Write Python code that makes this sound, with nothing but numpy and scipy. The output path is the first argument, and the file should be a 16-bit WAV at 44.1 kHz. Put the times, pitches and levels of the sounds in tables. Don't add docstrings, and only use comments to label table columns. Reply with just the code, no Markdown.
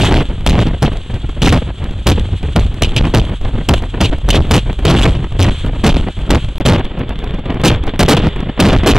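import sys
import numpy as np
from scipy import signal
from scipy.fft import rfft, irfft, next_fast_len
from scipy.io import wavfile
from scipy.ndimage import uniform_filter1d

SR = 44100
rng = np.random.default_rng(int(sys.argv[2]) if len(sys.argv) > 2 else 0)


def master_out(mix):
    frames = np.transpose(np.atleast_2d(mix))
    ceiling = np.clip(frames, -1, 1)
    pcm = np.round(ceiling * 32767).astype(np.int16)
    wavfile.write(sys.argv[1], SR, pcm)


def boost(x):
    u = np.asarray(x, float) / 20
    return 10 ** u


N = 396018

# (time [s], length [s], drive over the ceiling [dB], eddy frequency [Hz], port whistle [dB])
GUSTS = [(0.002, 0.027, -2, 149, -24), (0.124, 0.072, 15.5, 109, -22.5), (0.469, 0.034, 18.5, 145, -12),
         (0.822, 0.026, 28, 189.3, -12.5), (1.418, 0.076, 13.5, 170, -13.5),
         (2.062, 0.051, 33, 186.3, -10.5), (2.557, 0.045, 22, 113, -22.5),
         (2.819, 0.027, 16.5, 82.4, -15.5), (2.962, 0.012, 16.5, 147, -8), (3.004, 0.013, 25.5, 63.5, -23),
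         (3.138, 0.048, 30.5, 161.3, -10.5), (3.687, 0.05, 22, 117, -27), (4.004, 0.056, 8, 186, -19.5),
         (4.284, 0.017, 27, 114.7, -7.5), (4.325, 0.045, -3, 180, -20), (4.506, 0.068, 24, 236.2, -7.5),
         (4.85, 0.065, 15, 202, -14.5), (5.389, 0.049, 22.5, 129.4, -11.5), (5.835, 0.056, 27.5, 223, -9),
         (6.652, 0.085, 23, 254, -11), (7.636, 0.042, 24.5, 488, -2.5), (7.994, 0.013, 36, 410, -32),
         (8.081, 0.046, 26.5, 479, -7.5), (8.593, 0.099, 19.5, 267, -17.5), (8.861, 0.047, 26, 380, -5.5)]
# (time [s], length [s], drive over the ceiling [dB], eddy frequency [Hz])
SURGES = [(0.015, 0.042, 1.5, 110), (0.101, 0.05, -1, 58.4), (0.508, 0.042, 8.5, 82),
          (0.575, 0.045, 12.5, 137), (0.6, 0.026, -3, 141), (0.665, 0.01, 11, 128),
          (0.862, 0.013, 13, 38.7), (1.491, 0.068, 6.5, 119), (2.873, 0.0046, 12, 45.7),
          (3.207, 0.013, 14.5, 78), (4.098, 0.0078, 21.5, 35.8), (4.379, 0.031, 22.5, 80.6),
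          (4.926, 0.094, -7.5, 110), (4.991, 0.025, 3, 139), (5.049, 0.051, 15.5, 96),
          (5.149, 0.0045, 17, 77.5), (5.499, 0.0051, 23, 92), (5.913, 0.057, 17, 70.7),
          (6.291, 0.078, 20, 92), (6.73, 0.026, -2, 120), (7.685, 0.042, 11.5, 168), (8.01, 0.043, 15, 151),
          (8.138, 0.013, 21, 198), (8.167, 0.031, 7.5, 85), (8.218, 0.043, 0.5, 123),
          (8.265, 0.01, 23, 248), (8.683, 0.094, 8, 117), (8.777, 0.0069, 6, 71.0),
          (8.929, 0.11, 7.5, 65.4)]
# (time [s], peak level [dB], length [s])
SLAPS = [(0.4635, -5, 0.0024), (0.8276, -7, 0.0013), (1.43, -15, 0.0033), (2.069, -2, 0.016),
         (2.562, -6, 0.0017), (2.8215, -6.5, 0.0042), (2.967, -20, 0.0026), (3.1476, 3, 0.0025),
         (3.688, -4.5, 0.0073), (3.7376, -14.5, 0.0046), (4.0101, -5, 0.0048), (4.289, -15, 0.0085),
         (4.512, -7, 0.0077), (4.539, -13.5, 0.015), (4.852, -7, 0.0044), (5.403, 1, 0.0024),
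         (5.416, -38, 0.013), (5.854, -15, 0.0052), (5.862, -12.5, 0.02), (6.3056, -8.5, 0.0079),
         (6.348, -17.5, 0.0062), (6.662, -9.5, 0.0076), (7.638, -12, 0.0084), (7.993, 4.5, 0.015),
         (8.029, -9, 0.0062), (8.085, 1, 0.028), (8.168, -21, 0.013), (8.601, 9, 0.005),
         (8.8676, 5.5, 0.011)]
# (time [s], signed height [full scale])
TICKS_FIRST = [(0.2285, 0.59), (0.255, 0.42), (0.29, 0.94), (0.294, 0.57), (0.4092, 0.47), (0.6851, 0.61),
               (0.9302, 0.37), (0.9352, 0.23), (0.972, 0.54), (1.1424, -0.81), (1.293, -0.52), (1.8425, -1),
               (1.9109, 0.53), (2.197, 0.58), (2.4304, 0.74), (2.665, 0.29), (2.7438, 0.87), (2.893, 0.58),
               (2.911, -0.4), (2.9205, -0.3), (3.1016, 0.5), (3.297, 0.43), (3.414, 0.66), (3.2524, -0.29),
               (3.4504, -0.44), (3.7806, -0.67), (3.8237, 0.97), (4.1853, 0.65), (4.47, 0.5),
               (4.7301, -0.63), (4.7918, 0.48), (5.1703, -0.077), (5.244, -0.47), (5.324, 0.48),
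               (5.664, 0.96), (6.011, -0.52), (6.1906, 0.5), (6.447, 0.23), (6.489, -0.28), (6.5578, 0.6),
               (6.581, -0.27)]
TICKS_SECOND = [(6.611, 0.63), (6.7966, -0.6), (6.8477, 0.54), (6.8533, 0.3), (6.867, 0.0063),
                (6.9903, 0.4), (6.995, -0.59), (7.0938, 1), (7.158, 0.21), (7.1904, 0.63), (7.276, -0.029),
                (7.309, 0.32), (7.458, 0.25), (7.7485, -0.14), (8.0627, 0.47), (8.8456, 0.36),
                (7.223, 0.12), (7.243, 1), (7.389, 0.11), (7.88, -0.22), (7.3447, 0.49), (7.394, -0.36),
                (7.506, -0.3), (7.5446, 0.75), (7.6162, -1.1), (7.7362, -0.54), (7.7607, 0.53),
                (7.839, 0.86), (7.869, -1), (7.894, 0.17), (7.9606, -0.41), (8.051, -0.053),
                (8.2885, -0.39), (8.362, 0.58), (8.4054, -0.75), (8.8346, 0.82)]
# (time [s], level [dB])
FLOW = [(0.0, -33), (0.25, -18.5), (0.68, -12), (1.07, -23), (1.52, -7.5), (1.82, -27), (3.05, -15.5),
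        (3.45, -15), (4.78, -12.5), (5.0, -12.5), (5.45, -10.5), (5.93, -13.5), (6.3, -22.5), (7.93, -14.5),
        (8.1, -18), (8.5, -20.5), (8.88, -9.5), (8.98, -4)]
# (time [s], half width [s], rumble level [dB], flutter level [dB])
PUFFS = [(0.06, 0.13, -27, -8.5), (0.302, 0.0096, -16, -12.5), (0.69, 0.094, -44, -29),
         (1.148, 0.027, -15, -27), (1.25, 0.015, -21, -41), (1.701, 0.016, -41, -18),
         (1.822, 0.088, -18, -20.5), (1.97, 0.051, -16, -22), (2.19, 0.083, -12, -21),
         (2.34, 0.02, -5, -26), (2.46, 0.05, -12.5, -26), (2.659, 0.031, -8, -44), (3.052, 0.024, -4, -9),
         (3.302, 0.012, -9, -33), (3.43, 0.061, -15, -18), (3.551, 0.01, -3.5, -20),
         (3.599, 0.021, -38, -33), (4.13, 0.014, -13.5, -19), (4.25, 0.018, -13.5, -30),
         (4.68, 0.033, -18, -29), (5.242, 0.028, -27, -12), (5.481, 0.025, -5, -6),
         (5.659, 0.027, -16, -18), (6.02, 0.094, -20, -20), (6.2, 0.046, -21, -31),
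         (6.44, 0.078, -15.5, -30), (6.787, 0.019, -44, -6.5), (7.0, 0.074, -46, -20.5),
         (7.502, 0.061, -34, -13), (8.44, 0.099, -36, -21.5)]
# (time [s], depth [dB])
LULLS = [(0.26, 16), (0.8, 9), (0.91, -5), (1.05, 6), (1.2, 6), (1.33, 15), (1.62, 0.5), (1.77, 13),
         (1.93, 13), (3.52, 7), (3.65, 9), (4.2, 17), (4.61, 11), (5.56, 12), (6.269, -4), (6.4, 8),
         (2.03, 4), (2.4, 15), (7.922, 17), (3.39, 27), (3.91, 10), (4.75, 19), (5.29, 26), (5.6, 4),
         (6.134, 29), (6.53, 12), (6.95, 6), (7.43, 17), (7.81, -4), (8.54, 13)]
# (time [s], peak level [dB])
EDDIES = [(0.378, -17), (0.665, -2), (1.097, -13.5), (1.367, -22), (2.43, -9), (3.415, -41), (5.189, -12),
          (6.484, -17), (6.604, -0.5), (7.236, -11), (7.337, -4), (1.467, 10), (1.524, 22), (4.059, -31),
          (4.344, 8), (4.697, -3.5), (4.897, 21.5), (5.044, 15.5), (6.066, -8.5), (6.169, -13), (6.3, 11),
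          (6.347, -4), (6.982, -24.5), (7.455, -11), (7.937, -4.5), (8.135, 0), (8.725, 14), (8.833, 3),
          (8.947, 12),
          (0.226, -23), (0.543, -13), (0.589, 5), (0.707, -15), (0.882, -34), (1.136, -23), (1.688, -19),
           (1.798, -28), (1.822, -18), (1.903, -35), (2.179, -40), (2.304, -19), (2.55, -21), (2.614, -28),
           (2.808, -13), (3.039, -9), (3.074, -12), (3.136, -21), (3.313, -16), (3.541, -23), (3.58, -9),
           (3.61, -11), (3.816, -19), (3.94, -12), (3.976, -9.5), (4.125, -20), (4.212, -23), (4.244, -28),
           (4.472, -24), (4.788, -17), (5.317, -23), (5.465, -4), (5.502, 0), (5.952, -21), (6.508, -31),
           (6.972, -14), (7.034, -16), (7.12, -14), (7.304, -21), (7.383, -20), (7.596, -7.5), (7.707, -9),
           (7.868, 0.5), (8.183, -3), (8.459, -14), (8.576, -8), (8.756, 3)]
# (frequency [Hz], density [dB per Hz])
RUMBLE = [(12, -6.5), (40, 6.5), (90, -1.5), (160, -13), (300, -86), (800, -90)]
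FLUTTER = [(60, -15.5), (120, 1), (300, -7.5), (700, -17), (1500, -26.5), (3000, -28.5), (4500, -47.5),
           (6000, -100)]
# (frequency [Hz], density [dB per Hz])
HISS_FIRST = [(400, -41), (700, -17), (1500, -11), (2000, -14.5), (2800, -6.5), (3300, -0.5), (4000, -12.5),
              (5200, -32.5), (6300, -24.5), (7800, -20), (8800, -23), (10000, -33), (12000, -38),
              (16000, -66)]
HISS_SECOND = [(400, 12), (700, -1), (1500, -2), (2500, -3.5), (3500, 5), (4200, -23), (5000, -44),
               (7500, -23), (9500, -36), (12000, -44), (16000, -56)]
# (time [s], half width [s], level [dB])
HISS_SWELLS = [
    (0.03, 0.054, -17.5),
    (3.06, 0.03, -31.5),
    (5.018, 0.048, -19.5),
    (5.55, 0.077, -38.5),
    (8.14, 0.072, -65),
    (8.79, 0.067, -29.5),
]
# (lower edge [Hz], upper edge [Hz], level [dB])
SMEAR = [(1200, 2400, -21), (2400, 4500, -15), (4500, 9000, -12), (9000, 15800, -12)]
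# (start [s], end [s])
SILENT_S = (6.582, 6.6005)

CEILING = 0.51
SAG_HZ, CUTOFF_HZ = 2.5, 16500
PORT_HZ, PORT_WIDTH_HZ = 2916, 1130
SURGE_WHISTLE_DB = -31.5
CALM_RUMBLE_DB, CALM_FLUTTER_DB = -3, -10
STILL_DB = -47
WAKE_RISE_S, WAKE_FULL_S = 0.013, 0.052
WAKE_RUMBLE_DB, WAKE_RUMBLE_S = -10, 0.019
WAKE_FLUTTER_DB, WAKE_FLUTTER_S = -4, 0.0098
WAKE_HISS_DB, WAKE_HISS_S = -29, 0.032
LULL_S, LULL_RUMBLE_SHARE = 0.037, 0.41
ONSET_EDDY_DB, ONSET_EDDY_PER_DRIVE = -6.5, 0.3
PEAK_EDDY_DB, PEAK_EDDY_LEAD_S = -19, 0.0045
HISS_FIRST_DB, HISS_SECOND_DB = -39.5, -36.5


def gusts():
    out = np.zeros(N)
    white = rng.standard_normal(N + SR)
    whistle = port(rng.standard_normal(N)) * boost(3.0 * drift(60))
    blows = GUSTS + [(*row, SURGE_WHISTLE_DB) for row in SURGES]
    for s, length, drive_db, eddy_hz, whistle_db in blows:
        start, size = round(s * SR), round((length + 0.11) * SR)
        t = np.arange(min(size, N - start)) / SR
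        span = slice(start, start + len(t))
        piece = white[start:start + len(t) + 4000]
        band_hz = [max(18, 0.22 * eddy_hz), 0.846 * eddy_hz]
        band = signal.butter(2, band_hz, "band", fs=SR, output="sos")
        eddies = evened(signal.sosfilt(band, piece)[4000:], 0.91 / eddy_hz, 0.76)
        after = np.maximum(t - length, 0)
        swell = np.minimum(t / 0.0044, 1) * np.exp(-after / 0.0054)
        linger = np.minimum(t / 0.003, 1) * np.exp(-after / 0.008)
        fade = boost(-6.0 * t / length)
        push = CEILING * boost(drive_db - 3.5) * fade * eddies
        out[span] += swell * push + linger * boost(whistle_db + 4.0) * whistle[span]
    return out


def port(x):
    r = np.exp(-np.pi * PORT_WIDTH_HZ / SR)
    once = ([1, 0.071, -0.95], [1, -2 * r * np.cos(2 * np.pi * PORT_HZ / SR), r * r])
    return rms_one(signal.lfilter(*once, signal.lfilter(*once, x)))


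def slapped(air):
    share, level = np.zeros(N), np.zeros(N)
    t = np.arange(SR // 10) / SR
    for s, peak_db, length in SLAPS:
        start = round(s * SR)
        shape = np.exp(-(t / length) ** 2)[:N - start]
        share[start:start + len(t)] = shape
        level[start:start + len(t)] = shape * boost(peak_db + 18.0)
    white = rng.standard_normal((2, N))
    jet = rms_one(signal.lfilter(*signal.butter(2, [120, 600], "band", fs=SR), white[0]))
    return air * (1 - 0.6 * share) + level * (jet + boost(-10.0) * port(white[1]))


def peaked(air):
    s, heights = np.transpose(TICKS_FIRST + TICKS_SECOND)
    at = (s * SR).astype(int)
    t = np.arange(-SR // 50, SR // 50) / SR
    cusp = np.exp(-(np.abs(t) / np.where(t < 0, 0.003, 0.004)) ** 0.96)
    pull, steps = np.zeros(N), np.full(N, 1e-18)
    pull[at] = np.clip(heights, -0.47, 0.47) - air[at]
    steps[at] = -heights * boost(-13.5)
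    recovery = signal.lfilter([1], [1, -np.exp(-1 / (0.0013 * SR))], steps)
    return air + signal.fftconvolve(pull, cusp, "same") + recovery


def eddy_lumps():
    eddies = EDDIES
    eddies = eddies + [(row[0], ONSET_EDDY_DB + ONSET_EDDY_PER_DRIVE * row[2]) for row in GUSTS]
    eddies += [(s - PEAK_EDDY_LEAD_S, PEAK_EDDY_DB) for s, height in TICKS_FIRST + TICKS_SECOND]
    kicks = np.full(N, 1e-18)
    kicks[[round(s * SR) for s, db in eddies]] = boost(np.array(eddies)[:, 1] - 7.5)
    rise, fall = np.exp(-1 / (0.00057 * SR)), np.exp(-1 / (0.011 * SR))
    return signal.lfilter([1 - rise], [1, -rise], signal.lfilter([1], [1, -fall], kicks))


def turbulence():
    s, half_s, puff_rumble_db, puff_flutter_db = np.transpose(PUFFS)
    lull_s, depth_db = np.transpose(LULLS)
    calm = boost(in_time(FLOW)[0])
    lull = boost(-bumps(lull_s, LULL_S, depth_db))
    rumble_level = calm * boost(CALM_RUMBLE_DB) + bumps(s, half_s, boost(puff_rumble_db))
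    rumble_level += boost(WAKE_RUMBLE_DB) * wake(WAKE_RUMBLE_S)
    flutter_level = calm * boost(CALM_FLUTTER_DB) + bumps(s, half_s, boost(puff_flutter_db))
    flutter_level += boost(WAKE_FLUTTER_DB) * wake(WAKE_FLUTTER_S)
    rumble = lull ** LULL_RUMBLE_SHARE * rumble_level * evened(coloured(RUMBLE), 0.083, 0.51)
    flutter_level = lull * flutter_level * boost(-5.5 + 5.88 * drift(47.6))
    flutter_level += eddy_lumps() + boost(STILL_DB)
    return rumble + flutter_level * evened(coloured(FLUTTER), 0.0212, 1.0)


def wake(release_s):
    t = np.arange(0, N, 64)[:, None] / SR
    s, length = np.transpose([row[:2] for row in GUSTS + SURGES])
    shape = np.clip((t - s) / WAKE_RISE_S, 0, 1) * np.exp(-np.maximum(t - s - length, 0) / release_s)
    shape *= np.minimum(length / WAKE_FULL_S, 1)
    return np.interp(np.arange(N) / SR, t[:, 0], shape.max(axis=1))


def hiss():
    second = np.arange(N) / SR > SILENT_S[1]
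    s, half_s, swell_db = np.transpose(HISS_SWELLS)
    level = boost(np.where(second, HISS_SECOND_DB, HISS_FIRST_DB)) + bumps(s, half_s, boost(swell_db))
    level += boost(WAKE_HISS_DB) * wake(WAKE_HISS_S)
    noise = np.where(second, coloured(HISS_SECOND), coloured(HISS_FIRST))
    peaks = np.zeros(N)
    peaks[(np.array(TICKS_FIRST + TICKS_SECOND)[:, 0] * SR).astype(int)] = 1
    noise *= 1 + boost(11.0) * signal.fftconvolve(peaks, np.hanning(int(0.0016 * SR)), "same")
    return level * boost(2.5 * drift(25)) * noise


def rms_one(x):
    return x / np.sqrt(np.mean(x ** 2) + 1e-20)


def in_time(rows):
    s, *columns = np.transpose(rows)
    return [np.interp(np.arange(N) / SR, s, c) for c in columns]


def bumps(s, half_s, height):
    t = np.arange(0, N, 64) / SR
    bells = np.exp(-((t[:, None] - s) / half_s) ** 2) @ (height * np.ones(len(s)))
    return np.interp(np.arange(N) / SR, t, bells)


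def drift(rate_hz):
    r = np.exp(-2 * np.pi * rate_hz / SR)
    return rms_one(signal.lfilter([1], [1, -2 * r, r * r], rng.standard_normal(N + SR))[SR:])


def coloured(spectrum):
    hz, level_db = np.transpose(spectrum)
    size = next_fast_len(N)
    grid_hz = np.maximum(np.fft.rfftfreq(size, 1 / SR), 1)
    gain = boost(np.interp(np.log(grid_hz), np.log(hz), level_db, left=-90, right=-130))
    return rms_one(irfft(rfft(rng.standard_normal(size)) * gain, size)[:N])


def evened(x, span_s, share):
    power = uniform_filter1d(x ** 2, int(span_s * SR)) + 0.0024
    return rms_one(x / power ** (share / 2))


def scene():
    air = peaked(slapped(turbulence() + gusts())) + hiss()
    return np.array([air, air])


def smeared(x):
    out = x.copy()
    fade = np.exp(-1 / (0.004 * SR))
    for low_hz, high_hz, level_db in SMEAR:
        band = signal.butter(4, [low_hz, high_hz], "band", fs=SR, output="sos")
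        power = uniform_filter1d(signal.sosfilt(band, x) ** 2, int(0.002 * SR))
        power += boost(-8.0) * signal.lfilter([1 - fade], [1, -fade], power)
        noise = rms_one(signal.sosfilt(band, rng.standard_normal(x.shape)))
        out += boost(level_db) * np.sqrt(np.maximum(power, 0)) * noise
    return out


def low_pass(x):
    return signal.sosfilt(signal.butter(12, 16540, fs=SR, output="sos"), x)


def record(dry):
    x = np.clip(dry, -CEILING, CEILING) * boost(-0.82)
    x = signal.lfilter(*signal.butter(1, SAG_HZ, "high", fs=SR), x)
    x = np.clip(x, -CEILING, CEILING)
    x = signal.lfilter(*signal.butter(1, 18000, fs=SR), x)
    left, right = smeared(np.array([np.roll(x[0], shift=1), x[1]]))
    treble = signal.butter(1, 350, "high", fs=SR, output="sos")
    side = signal.sosfiltfilt(treble, left - right) / 2
    x = (left + right) / 2 + side * [[1], [-1]]
    x = signal.sosfilt(signal.cheby2(8, 30, CUTOFF_HZ, fs=SR, output="sos"), x)
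    t = np.arange(N) / SR
    x = x * ((t < SILENT_S[0]) | (t > SILENT_S[1]))
    return low_pass(x)


dry = scene()
out = record(dry)
master_out(out)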